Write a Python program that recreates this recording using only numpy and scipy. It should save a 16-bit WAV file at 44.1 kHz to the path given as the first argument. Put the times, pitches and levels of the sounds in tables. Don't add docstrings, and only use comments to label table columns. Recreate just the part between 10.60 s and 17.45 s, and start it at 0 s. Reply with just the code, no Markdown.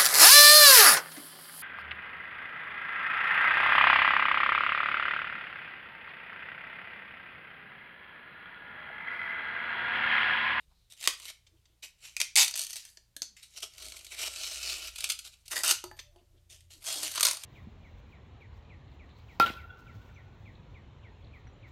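import sys
import numpy as np
from scipy import signal
from scipy.fft import rfft, irfft, next_fast_len
from scipy.io import wavfile
from scipy.ndimage import uniform_filter1d, map_coordinates

SR = 44100
rng = np.random.default_rng(int(sys.argv[2]) if len(sys.argv) > 2 else 0)


def materialize(psi):
    bounded = np.clip(np.atleast_2d(psi).T, -1, 1)
    quanta = np.round(bounded * 32767).astype(np.int16)
    wavfile.write(sys.argv[1], SR, quanta)


def makeup_ratio(level_db):
    decades = np.asarray(level_db, float) / 20
    return 10 ** decades


N = 302085


def unit(x):
    return x / np.sqrt(np.mean(x ** 2) + 1e-20)


def along(points, hz):
    f, v = np.transpose(points)
    return np.interp(np.log(hz + 1), np.log(f + 1), v)


def wobble(rate, size=N):
    knots = rng.standard_normal(int(N * rate / SR) + 4)
    return map_coordinates(knots, [np.arange(size) * rate / SR])


def filtered(x, response):
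    m = next_fast_len(N + SR // 2)
    return irfft(rfft(x, m) * response(np.fft.rfftfreq(m, 1 / SR)), m)[..., :N]


def causal(spectrum):
    def response(hz):
        cepstrum = irfft(np.log(makeup_ratio(along(spectrum, hz)) + 1e-5))
        half = len(cepstrum) // 2
        cepstrum[1:half] *= 2
        cepstrum[half + 1:] = 0
        return np.exp(rfft(cepstrum))
    return response


def resonances(modes, f):
    return sum((-1) ** k * makeup_ratio(db) * 1j * f * w / (c * c - f * f + 1j * f * w)
               for k, (c, w, db) in enumerate(modes))


def peak(x, hz, width_hz):
    return signal.lfilter(*signal.iirpeak(hz, hz / width_hz, SR), x)


def highpass(x, order, hz):
    return signal.lfilter(*signal.butter(order, hz, "high", fs=SR), x)


def swells(rows, rest_db):
    t = np.arange(N) / SR
    return makeup_ratio(rest_db) + sum(makeup_ratio(db) * np.exp(-(2 * (t - s) / length) ** 2) for s, length, db in rows)


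def workshop():
    # (frequency [Hz], density [dB per Hz])
    air = [(82, -25), (140, -6.5), (244, -16), (491, -14.5), (688, -17), (1560, -19.5), (3660, -16.5),
           (8280, -20.5), (15100, -24.5), (16300, -43.5)]
    # (frequency [Hz], level [dB rms])
    mains = [(59.2, -85.5), (118.4, -86.5), (177.6, -90)]
    # (time [s], length [s], level [dB])
    deep = [
        (0, 0.35, -71.5),
        (2.078, 0.55, -82.5),
        (4.296, 0.3, -70.5),
        (5.416, 0.3, -66),
        (6.001, 0.94, -73.5),
    ]
    # (time [s], length [s], level [dB])
    tremor = [
        (0, 0.22, -70.5),
        (3.3, 0.35, -65),
        (3.65, 0.31, -66),
        (4.15, 0.61, -59),
        (5.049, 0.48, -79.5),
        (6, 0.28, -80),
    ]
    # (time [s], length [s], level [dB])
    drone = [
        (.95, 0.23, -79.5),
        (3.15, 0.32, -86),
        (5.25, 0.44, -64.5),
        (6.05, 0.66, -67.5),
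        (6.65, 0.81, -72.5),
    ]
    rest_db = [-77, -75.5, -77]
    t = np.arange(N) / SR
    hiss = unit(filtered(rng.standard_normal(N), lambda f: makeup_ratio(along(air, f))))
    hiss = makeup_ratio(-77.5 + .3 * wobble(1.7)) * hiss
    hum = sum(makeup_ratio(db + 6.0 + 0.92 * wobble(1.5)) * np.sin(2 * np.pi * hz * t) for hz, db in mains)
    bands = [[(32.32, 13, 0)], [(63.0, 8.8, 0)], [(83.4, 2.2, 1.0), (117.0, 16, -6)]]  # (Hz, width Hz, dB)
    lows = [unit(filtered(rng.standard_normal(N), lambda f: resonances(b, f) ** 2)) for b in bands]
    muscle_tone = np.sin(2 * np.pi * 57.5 * t + 1.5 * wobble(5))
    lows[1] = .45 * lows[1] + 1.25 * muscle_tone
    rumble = sum(swells(rows, db) * low for rows, db, low in zip([deep, tremor, drone], rest_db, lows))
    return hiss + hum + rumble


def pressure():
    # (full at [s], rise [s], hold [s], fall [s], rasp level [dB])
    prising = [(0, .01, 0.021, 0.05, -73), (0.301, .002, 0.022, 0.022, -57),
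               (0.458, 0.065, 0.0054, .003, -35.5), (0.602, .04, 0.031, 0.019, -59.5),
               (0.704, .1, 0, 0.012, -40), (1.227, 0.0037, 0.018, 0.048, -45),
               (1.447, 0.053, 0.02, 0.087, -49), (1.756, 0.00026, 0.061, 0.045, -19),
               (1.964, 0.019, 0.062, 0.056, -39.5), (2.092, .002, 0.053, 0.023, -51.5),
               (2.164, .001, 0, 0.072, -41), (2.258, 0.027, 0, 0.1, -56)]
    # (full at [s], rise [s], hold [s], fall [s], rasp level [dB])
    slicing = [(2.767, 0.0033, 0.0014, 0.075, -53.5), (2.83, 0.0067, 0, 0.029, -44.5),
               (2.93, 0.13, 0.019, .005, -59.5), (2.974, 0.026, 0.013, 0.0063, -42.5),
               (3.027, 0.0092, 0.0054, 0.032, -37), (3.201, 0.1, 0.036, .5, -49.5),
               (3.523, 0.024, 0.017, 0.039, -44), (3.597, 0.026, 0.082, 0.0085, -35.5),
               (4.43, 0.136, 0.035, 0.057, -44), (4.52, 0.067, 0.12, 0.24, -62.5),
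               (4.913, 0.01, 0.022, 0.018, -36), (4.956, 0.011, 0.014, 0.03, -32.5),
               (4.991, 0.024, .02, 0.0093, -41), (4.647, .006, .03, .012, -48),
               (4.725, 0.0079, 0.019, .01, -63), (5.035, 0.00081, 0.015, 0.087, -30),
               (5.102, 0.063, 0.022, 0.011, -28), (5.9, 0.0051, 0.028, 0.097, -53),
               (6.105, 0.0061, 0.03, 0.072, -55), (6.242, .003, 0.033, 0.039, -52),
               (6.284, 0.055, 0.045, 0.33, -36.5), (6.43, 0.0086, 0.05, 0.011, -40),
               (6.54, 0.032, 0.045, 0.0062, -55), (6.56, 0.016, 0.054, .01, -40.5),
               (6.652, 0.0075, 0.0011, 0.07, -24), (6.85, 0.11, 0.12, .01, -53)]
    # (time [s], rasp level [dB])
    long_cut = [
        (3.68, -51.5),
        (3.8, -41),
        (3.88, -38.5),
        (4.01, -44),
        (4.09, -38.5),
        (4.21, -47),
        (4.23, -40.5),
        (4.29, -42.5),
        (4.335, -91.5),
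    ]
    edge_db = 20
    bite = 1.4
    usual = makeup_ratio(-47.5)
    t = np.arange(N) / SR
    s, db = np.transpose(long_cut)
    gain = makeup_ratio(np.interp(t, s, db, -150, -150))
    for s, rise, hold, fall, db in prising + slicing:
        part = slice(max(round((s - bite * rise) * SR), 0), round((s + hold + 5 * fall) * SR))
        edge = np.maximum((s - t[part]) / rise, (t[part] - s - hold) / fall)
        gain[part] += makeup_ratio(db - edge_db * np.maximum(edge, 0))
    thrum = gain * makeup_ratio(-16)
    fizz = usual * makeup_ratio(-7) * (gain / usual) ** 0.91
    return np.array([gain, thrum, fizz])


def crackle(per_s, spread_db, life_s):
    sizes = makeup_ratio(spread_db * np.minimum(rng.exponential(size=N), 4))
    clicks = (rng.random(N) < per_s / SR) * sizes
    puff = signal.lfilter([1], [1, -np.exp(-1 / (life_s * SR))], clicks)
    return unit(puff * rng.standard_normal(N))


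def patchy(x, patchy_db):
    z = signal.stft(x, nperseg=512)[2]
    field = uniform_filter1d(rng.standard_normal(z.shape), size=7, axis=0)
    field = uniform_filter1d(field, size=9, axis=1)
    return signal.istft(z * makeup_ratio(patchy_db * unit(field)), nperseg=512)[1][:N]


def strokes():
    # (frequency [Hz], width [Hz])
    blade = [(2880, 140), (3400, 140), (3820, 140), (4480, 140), (5360, 200), (6200, 160), (7200, 140),
             (8400, 200)]
    grain = crackle(per_s=4000, spread_db=1.5, life_s=.0004)
    grain = grain + .15 * crackle(per_s=230, spread_db=0.5, life_s=0.0019)
    grain = patchy(grain, patchy_db=2.5) * makeup_ratio(.8 * wobble(60))
    modes = [(hz, w, 0) for hz, w in blade]
    shallow = filtered(grain, lambda f: resonances(modes, f * 1.03))
    deep = filtered(grain, lambda f: resonances(modes, f / 1.03))
    depth = .5 + .5 * np.tanh(2 * wobble(8.4))
    ringing = depth * deep + (1 - depth) * shallow
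    return makeup_ratio(-1.5) * pressure() * unit(grain + .8 * ringing)


def grip():
    # (from [s], thrum [dB], block tilt [dB/octave], cut-face tilt [dB/octave], fizz [dB])
    grips = np.transpose([(0, -6.5, 0.5, -4, -0.5), (1.15, -4, 1.5, -2, -1), (1.55, -9, 7, 5, 0.5),
                          (1.74, -9.5, 4.5, 5, 2.5), (2.3, -8.5, -5, 10.5, 9), (2.6, -4, 3, 27, 5.5),
                          (2.75, -12, 8, 1, -2.5), (2.947, 2.5, -0.5, 0, 0.5), (3.452, 0.5, -0.5, -2, 0.5),
                          (3.752, -0.5, 0.5, 2.5, 0), (4.34, -1, 4.5, -1, 0.5), (4.881, 5.5, 1.5, 4, 5.5),
                          (5.03, 0, 2, 3, 3.5), (5.22, -6, -5.5, 1, 0.5), (6.151, 2.5, 1.5, 5.5, 4),
                          (6.521, 2, 4, 2, 3)])
    current = np.searchsorted(grips[0][1:], np.arange(N) / SR)
    return grips[1:, current]


def gripped(x, modes, mode_db, tilt):
    middle = modes[len(modes) // 2][0]
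    return sum((-1) ** k * peak(x * makeup_ratio(db + tilt * np.log2(hz / middle)), hz, w)
               for k, ((hz, w), db) in enumerate(zip(modes, mode_db)))


def voices(x):
    # (frequency [Hz], density [dB per Hz])
    rasp_shape = [(1100, -40), (1750, -3.5), (2250, 2), (2880, 1.5), (4380, 7), (5700, -6), (8100, 0),
                  (9400, -16.5), (12000, -41), (19000, -100)]
    # (frequency [Hz], density [dB per Hz])
    fizz_shape = [(4000, -50), (6500, -21.5), (8700, 3), (9900, -5), (11500, -2), (13600, -11.5),
                  (15300, -20), (15900, -24.5), (17000, -60)]
    # (frequency [Hz], width [Hz])
    block_modes = [(340, 110), (640, 84), (1010, 260), (1400, 205), (1900, 680)]
    block_db = [-4, 3, -3, 1, -7]
    # (frequency [Hz], width [Hz])
    face_modes = [(2650, 2100), (4200, 490), (6100, 640)]
    face_db = [-8.5, 3, 6]

    def coloured(drive, spectrum):
        path = causal(spectrum)
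        power = np.mean(abs(path(np.fft.rfftfreq(8192, 1 / SR))) ** 2)
        return filtered(drive, path) / np.sqrt(power)

    rasp_drive, thrum_drive, fizz_drive = x
    thrum_db, block_tilt, face_tilt, fizz_db = grip()
    face = 0.6 * rasp_drive + gripped(rasp_drive, face_modes, face_db, face_tilt)
    rasp = coloured(face, rasp_shape)
    fizz = coloured(fizz_drive * makeup_ratio(fizz_db), fizz_shape)
    thrum = highpass(thrum_drive * makeup_ratio(thrum_db), 4, 270)
    block = makeup_ratio(16.5) * gripped(thrum, block_modes, block_db, block_tilt)
    return rasp + fizz + highpass(flaps(rasp_drive), 2, 400) + block


def handling():
    # (time [s], frequency [Hz], level [dB], length [s])
    rubs = [(0.118, 910, -70, 0.025), (0.091, 150, -81, 0.3), (0.19, 4000, -77.5, 0.2),
            (0.951, 333, -75, 0.1), (1.101, 3200, -81, .1), (2.72, 212, -77, 0.074), (5, 400, -73, 0.04),
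            (5.571, 670, -72.5, 0.11), (5.75, 630, -86, 0.3), (5.621, 324, -67.5, .04),
            (5.76, 330, -69.5, 0.045), (5.78, 3300, -75.5, 0.027), (5.59, 2904, -74, .03),
            (0.978, 3100, -75.5, 0.022), (1.119, 325.5, -78.5, 0.067), (6.178, 320, -69, 0.08),
            (6.43, 305, -61, 0.15), (3.27, 280, -65, 0.068)]
    out, t = np.zeros(N + SR), np.arange(-SR // 2, SR // 2) / SR
    for s, hz, db, length in rubs:
        rub = unit(peak(rng.standard_normal(SR), hz, hz / 7))
        out[round(s * SR):][:SR] += makeup_ratio(db) * np.exp(-(2 * t / length) ** 2) * rub
    return out[SR // 2:][:N]


def snaps():
    # (time [s], peak [dB], t60 [s])
    cracks = [(.3217, -35, 0.018), (.4105, -29.5, 0.015), (.4399, -19.5, 0.0071), (.4529, -27.5, 0.011),
              (.4743, -1.5, 0.0077), (.6534, -28, 0.017), (1.2296, -44.5, 0.012), (1.5663, -19, 0.0064),
              (1.6008, -12.5, 0.03), (1.6142, -9.5, 0.012), (1.7744, -8, 0.0066), (1.8294, -10, 0.012),
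              (1.8791, -16, 0.016), (1.956, -16.5, 0.0026), (2.0672, -25, 0.01), (2.0966, -29, 0.033),
              (2.1301, -23.5, 0.022), (2.157, -24, 0.012), (2.2518, -31, 0.0044), (2.2894, -44.5, 0.014),
              (2.5646, -29.5, 0.014), (2.6195, -23.5, 0.0085), (2.629, -32.5, 0.0075), (2.639, -56, 0.0084)]
    # (time [s], peak [dB], t60 [s])
    splits = [(0.3346, -39.5, 0.0099), (0.3507, -58.5, 0.012), (0.3746, -47, 0.0097),
              (0.3847, -47.5, 0.012), (0.4035, -37, 0.012), (0.4271, -27.5, 0.012), (0.538, -33, 0.011),
              (0.5626, -50, 0.0078), (0.5784, -42, 0.0096), (0.5914, -45, 0.015), (0.5994, -32, 0.0086),
              (0.6193, -40.5, 0.01), (0.6283, -38.5, 0.011), (0.6464, -35, 0.012), (1.7798, -9.5, 0.014),
              (1.7946, -9, 0.011), (1.812, -18.5, 0.014), (1.8446, -17.5, 0.019), (1.8874, -32, 0.017),
              (1.9051, -41, 0.012), (1.9108, -26, 0.0089), (1.9612, -19, 0.0063), (1.9757, -18.5, 0.0069),
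              (1.9827, -25.5, 0.0096), (1.993, -17.5, 0.012), (2.0082, -23, 0.0071), (2.0158, -21, 0.0057),
              (2.028, -27, 0.015), (2.0364, -24.5, 0.012), (2.0466, -27, 0.014), (2.0757, -37, 0.012),
              (2.1059, -28, 0.014), (2.165, -28, 0.026), (2.1761, -37, 0.02)]
    # (time [s], peak [dB], t60 [s])
    ticks = [
        (.8654, -43.5, 0.048),
        (1.0545, -47.5, 0.031),
        (1.4391, -48, 0.013),
        (1.9395, -16.5, 0.015),
        (2.3715, -36, 0.015),
        (3.3398, -37, 0.03),
        (5.3896, -30.5, 0.034),
        (5.398, -31.5, 0.017),
        (6.576, -15, 0.027),
    ]
    # (time [s], peak [dB], t60 [s])
    knocks = [
        (.6994, -39, 0.025),
        (5.24, -25, 0.0095),
        (5.3133, -46, 0.009),
        (5.365, -44.5, 0.073),
        (5.5608, -52.5, 0.0072),
    ]
    # (time [s], peak [dB], t60 [s])
    tears = [(3.0031, -34, .021), (3.1802, -33, 0.019), (3.2206, -28, 0.039), (3.243, -30.5, 0.05),
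             (3.2535, -31, 0.025), (3.2839, -30.5, 0.012), (3.2994, -34, 0.014), (3.3653, -30, 0.038),
             (3.3902, -35, 0.025), (3.4455, -30.5, 0.031), (3.9584, -25, 0.007), (4.3585, -25, 0.019),
             (4.3804, -28, 0.04), (4.4054, -20.5, 0.022), (4.4408, -12, 0.02), (4.4977, -10.5, 0.041),
             (4.5176, -17.5, 0.027), (4.5895, -24, 0.025), (4.8544, -38, 0.071), (4.8798, -30.5, 0.016),
             (6.0062, -45, 0.017)]
    # (time [s], peak [dB], t60 [s])
    catches = [(3.1234, -55, 0.012), (3.1363, -33.5, 0.013), (3.148, -37, 0.012), (3.2357, -41, 0.015),
               (3.2633, -24, 0.018), (3.3207, -22, 0.014), (3.4088, -31, 0.015), (3.4657, -26.5, 0.023),
               (3.4915, -44, 0.012), (3.6751, -23, 0.014), (3.6996, -31, 0.012), (3.738, -37, 0.012),
               (3.7595, -19, 0.017), (3.7697, -26, 0.011), (3.7921, -36, 0.011), (3.8339, -17.5, 0.013),
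               (3.8624, -24, 0.015), (3.8707, -19, 0.015), (3.8808, -33, 0.011), (3.8963, -37, 0.013),
               (3.9715, -25, 0.012), (4.023, -31, 0.01), (4.029, -24, 0.014), (4.0437, -23, 0.012),
               (4.0314, -21, 0.01), (4.0958, -31, 0.013), (4.1042, -36.5, 0.016), (4.1144, -27, 0.012),
               (4.1213, -29, 0.016), (4.1542, -24.5, 0.016), (4.1686, -26, 0.012), (4.1861, -46, 0.012),
               (4.219, -41.5, 0.012), (4.2309, -30.5, 0.013), (4.2891, -35, 0.012)]
    # (time [s], peak [dB], t60 [s])
    jerks = [
        (4.3859, -27.5, 0.012),
        (4.4902, -23, 0.015),
        (5.0792, -14, 0.012),
        (5.0858, -23, 0.014),
        (5.0921, -12, 0.012),
        (6.2652, -27, 0.012),
        (6.4145, -35.5, 0.019),
        (6.4247, -35.5, 0.01),
        (6.431, -20.5, 0.014),
        (6.7317, -25.5, 0.012),
    ]
    # (time [s], peak [dB], t60 [s])
    rips = [(5.0345, -14.5, 0.012), (5.0454, -17, 0.016), (5.1083, -6, 0.036), (6.513, -25, 0.042),
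            (6.539, -31, 0.012), (6.5495, -26.5, 0.0204), (6.5565, -20, 0.016), (6.5974, -18, 0.012),
            (6.6074, -11.5, 0.02), (6.6288, -6, 0.029), (6.6508, -6.5, 0.014), (6.6574, -15.5, 0.0067),
            (6.6674, -12, .012), (6.6844, -13.5, 0.017), (6.71, -15.5, 0.024), (6.7705, -26, 0.0086),
            (6.8359, -24.5, 0.011)]
    # (rows, trim dB, thrum dB, fizz dB)
    families = [(cracks, 0, -21, -12.5), (tears, 0, -34, -12), (rips, 0, -27.5, -11), (ticks, 0, -19.5, -33),
                (knocks, 0, -10, -9.5), (splits, 0, -20.5, -10), (catches, -5.5, -28, -15.5),
                (jerks, -1, -22.5, -8)]
    out, t = np.zeros((3, N + 2048)), np.arange(2048) / SR
    for rows, trim_db, thrum_db, fizz_db in families:
        drive_db = np.array([[0], [thrum_db + 8.0], [fizz_db + 6.0]])
        for s, db, t60 in rows:
            t60 = max(t60, .003)
            opening = 1 - np.exp(-t / (1.6 * t60 ** 2))
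            body = (makeup_ratio(-60 * t / t60) + 0.28 * makeup_ratio(-60 * t / .05)) * opening
            click = 0.4 * makeup_ratio(-60 * t / 0.001)
            burst = rng.standard_normal(2048) * (body + click)
            out[:, round(s * SR):][:, :len(t)] += makeup_ratio(db + trim_db - 9.5 + drive_db) * burst
    return out[:, :N]


def flaps(x):
    # (from [s], to [s], frequency [Hz], width [Hz], level [dB])
    hanging = [(0.42, 0.53, 1974, 341.5, 6), (.46, 0.635, 1150, 197.5, 1), (0.459, 0.696, 520, 150.5, -13),
               (1.56, 1.627, 2300, 400, 7.5), (6.54, 7.2, 1010, 310, 3), (1.22, 1.58, 2470, 360, 10),
               (1.764, 1.842, 930, 200, 0.5), (2.23, 2.601, 1720, 149.7, 8.5), (2.4, 2.75, 4210, 500, 13.5),
               (2.76, 2.82, 2130, 300, 11), (3.509, 3.6, 2350, 230, 12), (4.02, 4.479, 2600, 427, 7),
               (4.023, 4.135, 4400, 340, 11.5), (4.43, 4.69, 1420, 200, -1), (4.91, 5.022, 1940, 120, 15),
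               (5.028, 5.055, 1443, 150, 14), (5.07, 5.125, 1393, 145, 5.5),
               (5.073, 5.124, 2926, 180, 12.5), (4.513, 4.901, 4870, 330, 0.5),
               (5.377, 5.6, 3270, 400, 13.5), (5.378, 5.397, 2070, 506, 16), (3.897, 4.102, 3320, 240, -9),
               (6.431, 6.47, 4380, 240, 13)]
    # (from [s], to [s], frequency [Hz], width [Hz], level [dB])
    more_hanging = [(1.427, 1.49, 2670, 150, 1), (1.75, 1.838, 2890, 150, -2), (1.763, 1.813, 6220, 150, 0),
                    (2.95, 3.073, 594, 120, -6), (3.1, 3.453, 2320, 150, -4), (3.1, 3.458, 4450, 200, -12),
                    (3.7, 4.32, 630, 200.1, -15), (3.7, 4.33, 1414, 121, 1.5), (3.755, 4.29, 2600, 185, 7),
                    (3.8, 4.306, 2920, 78.2, 12.5), (3.8, 4.3, 4130, 250, 7), (3.8, 4.3, 5140, 200, 7),
                    (4.36, 4.555, 3020, 109.4, 6.5), (4.36, 4.55, 3450, 200, 1), (4.934, 5.02, 4700, 200, 8),
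                    (6.236, 6.37, 4220, 129, 10), (2.161, 2.184, 680, 150, -4), (6.254, 6.405, 3310, 101, 13.5),
                    (6.552, 6.624, 1190, 100, 3.5), (6.62, 6.733, 4250, 250, 9)]
    out = np.zeros(N)
    x = x * np.sign(rng.standard_normal(N))
    for start, end, hz, w, db in hanging + more_hanging:
        part = slice(round(start * SR), round(end * SR))
        out[part] += makeup_ratio(db) * peak(x[part], hz, w)
    return out


def damped(x):
    # (from [s], to [s], frequency [Hz], width [Hz], share removed [0-1])
    pressed = [(1.9, 2.1, 2100, 405, 0.93), (2.95, 3.5, 920, 200, 0.8), (2.954, 3.5, 1820, 350, 0.4),
               (3.7, 4.33, 964, 250, 0.6), (3.7, 4.332, 2050, 404, 0.44), (4.346, 4.89, 1900, 352, 0.8),
               (4.4, 4.752, 990, 303, 0.67), (4.9, 5.02, 1420, 300, 0.2), (5.014, 5.22, 2300, 597, 0.4),
               (0.716, 1.193, 2510, 600, 0), (6.544, 6.75, 780, 253, 0.86), (6.594, 6.8, 2900, 600, 0.4)]
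    out = x.copy()
    for start, end, hz, w, share in pressed:
        part = slice(round(start * SR), round(end * SR))
        out[part] -= share * peak(out[part], hz, w)
    return out


def thuds():
    # (time [s], frequency [Hz], level [dB], t60 [s])
    hits = [
        (2.5646, 298, -55, .06),
        (2.5646, 560, -60, .05),
        (2.619, 303, -53, 0.056),
        (2.619, 510, -57, .06),
        (5.24, 1280, -42, 0.037),
        (5.24, 952, -46, .07),
        (5.24, 620, -53, 0.094),
        (5.5608, 640, -60.5, .06),
    ]
    out, t = np.zeros(N + SR), np.arange(SR // 4) / SR
    for s, hz, db, t60 in hits:
        out[round(s * SR):][:len(t)] += makeup_ratio(db - 60 * t / t60) * np.sin(2 * np.pi * hz * t)
    return out[:N]


def bowl():
    # (time [s], peak [dB], favoured frequency [Hz], fall-off [dB/octave])
    taps = [
        (5.24, -46.5, 359, 0),
        (5.314, -34.5, 1510, 13.5),
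        (5.561, -62, 790, 2),
    ]
    # (frequency [Hz], level [dB], t60 [s])
    bowl_modes = [(343, -31, 4), (349, -34, 4), (361, 2, .2), (587, -25, 4), (662, -8, .14), (750, 0, .015),
                  (850, -14, .15), (995, -15, .15), (1300, -8, .02), (1700, -3, .012), (1740, -24, .2),
                  (3600, -24, .3), (4550, -13, .16), (4624, -16, .29)]
    # (from [s], to [s], frequency [Hz], level [dB])
    start, end, skate_hz, skate_db = (5.313, 5.46, 11940, -69)
    out, t = np.zeros(N + SR), np.arange(SR) / SR
    rattle = [4.5 * wobble(16, size=SR) for mode in bowl_modes]
    for s, tap_db, spot_hz, fall_db in taps:
        ring = np.zeros(SR)
        for (hz, db, t60), rattle_db in zip(bowl_modes, rattle):
            mode_db = db + rng.normal(0, 1.0) + rattle_db - fall_db * abs(np.log2(hz / spot_hz))
            ring += makeup_ratio(mode_db - 60 * t / t60) * np.sin(2 * np.pi * hz * t)
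        out[round(s * SR):][:SR] += makeup_ratio(tap_db) * ring
    out = highpass(out, 2, 300)
    t = np.arange(N) / SR
    swell = np.sin(np.pi * np.clip((t - start) / (end - start), 0, 1)) ** 0.57
    skating = np.sin(2 * np.pi * skate_hz * t + 1.7 * wobble(150))
    return out[:N] + makeup_ratio(skate_db + 1.5 * wobble(35)) * swell * skating


def room(x):
    # (frequency [Hz], t60 [s])
    decay = [(300, 0.16), (2500, 0.29), (6000, 0.27), (12000, 0.19)]
    out, step = np.zeros(N + SR), SR // 3
    for start in range(0, N, step):
        hz, t, z = signal.stft(rng.standard_normal(SR // 2), SR, nperseg=256)
        dying = z * makeup_ratio(-60 * t / along(decay, hz)[:, None])
        tail = signal.istft(dying, SR, nperseg=256)[1]
        wet = signal.fftconvolve(x[start:start + step], tail / np.linalg.norm(tail))
        out[start + 200:][:len(wet)] += wet
    return out[:N]


def scene():
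    near = damped(voices(strokes() + snaps())) + bowl() + handling() + thuds()
    return (near + makeup_ratio(-9.0) * room(near) + workshop())[None]


def low_pass(x):
    return signal.sosfilt(signal.butter(12, 16500, fs=SR, output="sos"), x)


def record(dry):
    rounded = dry / (1 + abs(dry / .62) ** 4) ** (1 / 4)
    mix = filtered(rounded, lambda hz: np.where(hz < 15950, 1, makeup_ratio(-30)))
    return low_pass(mix)


dry = scene()
out = record(dry)
materialize(out)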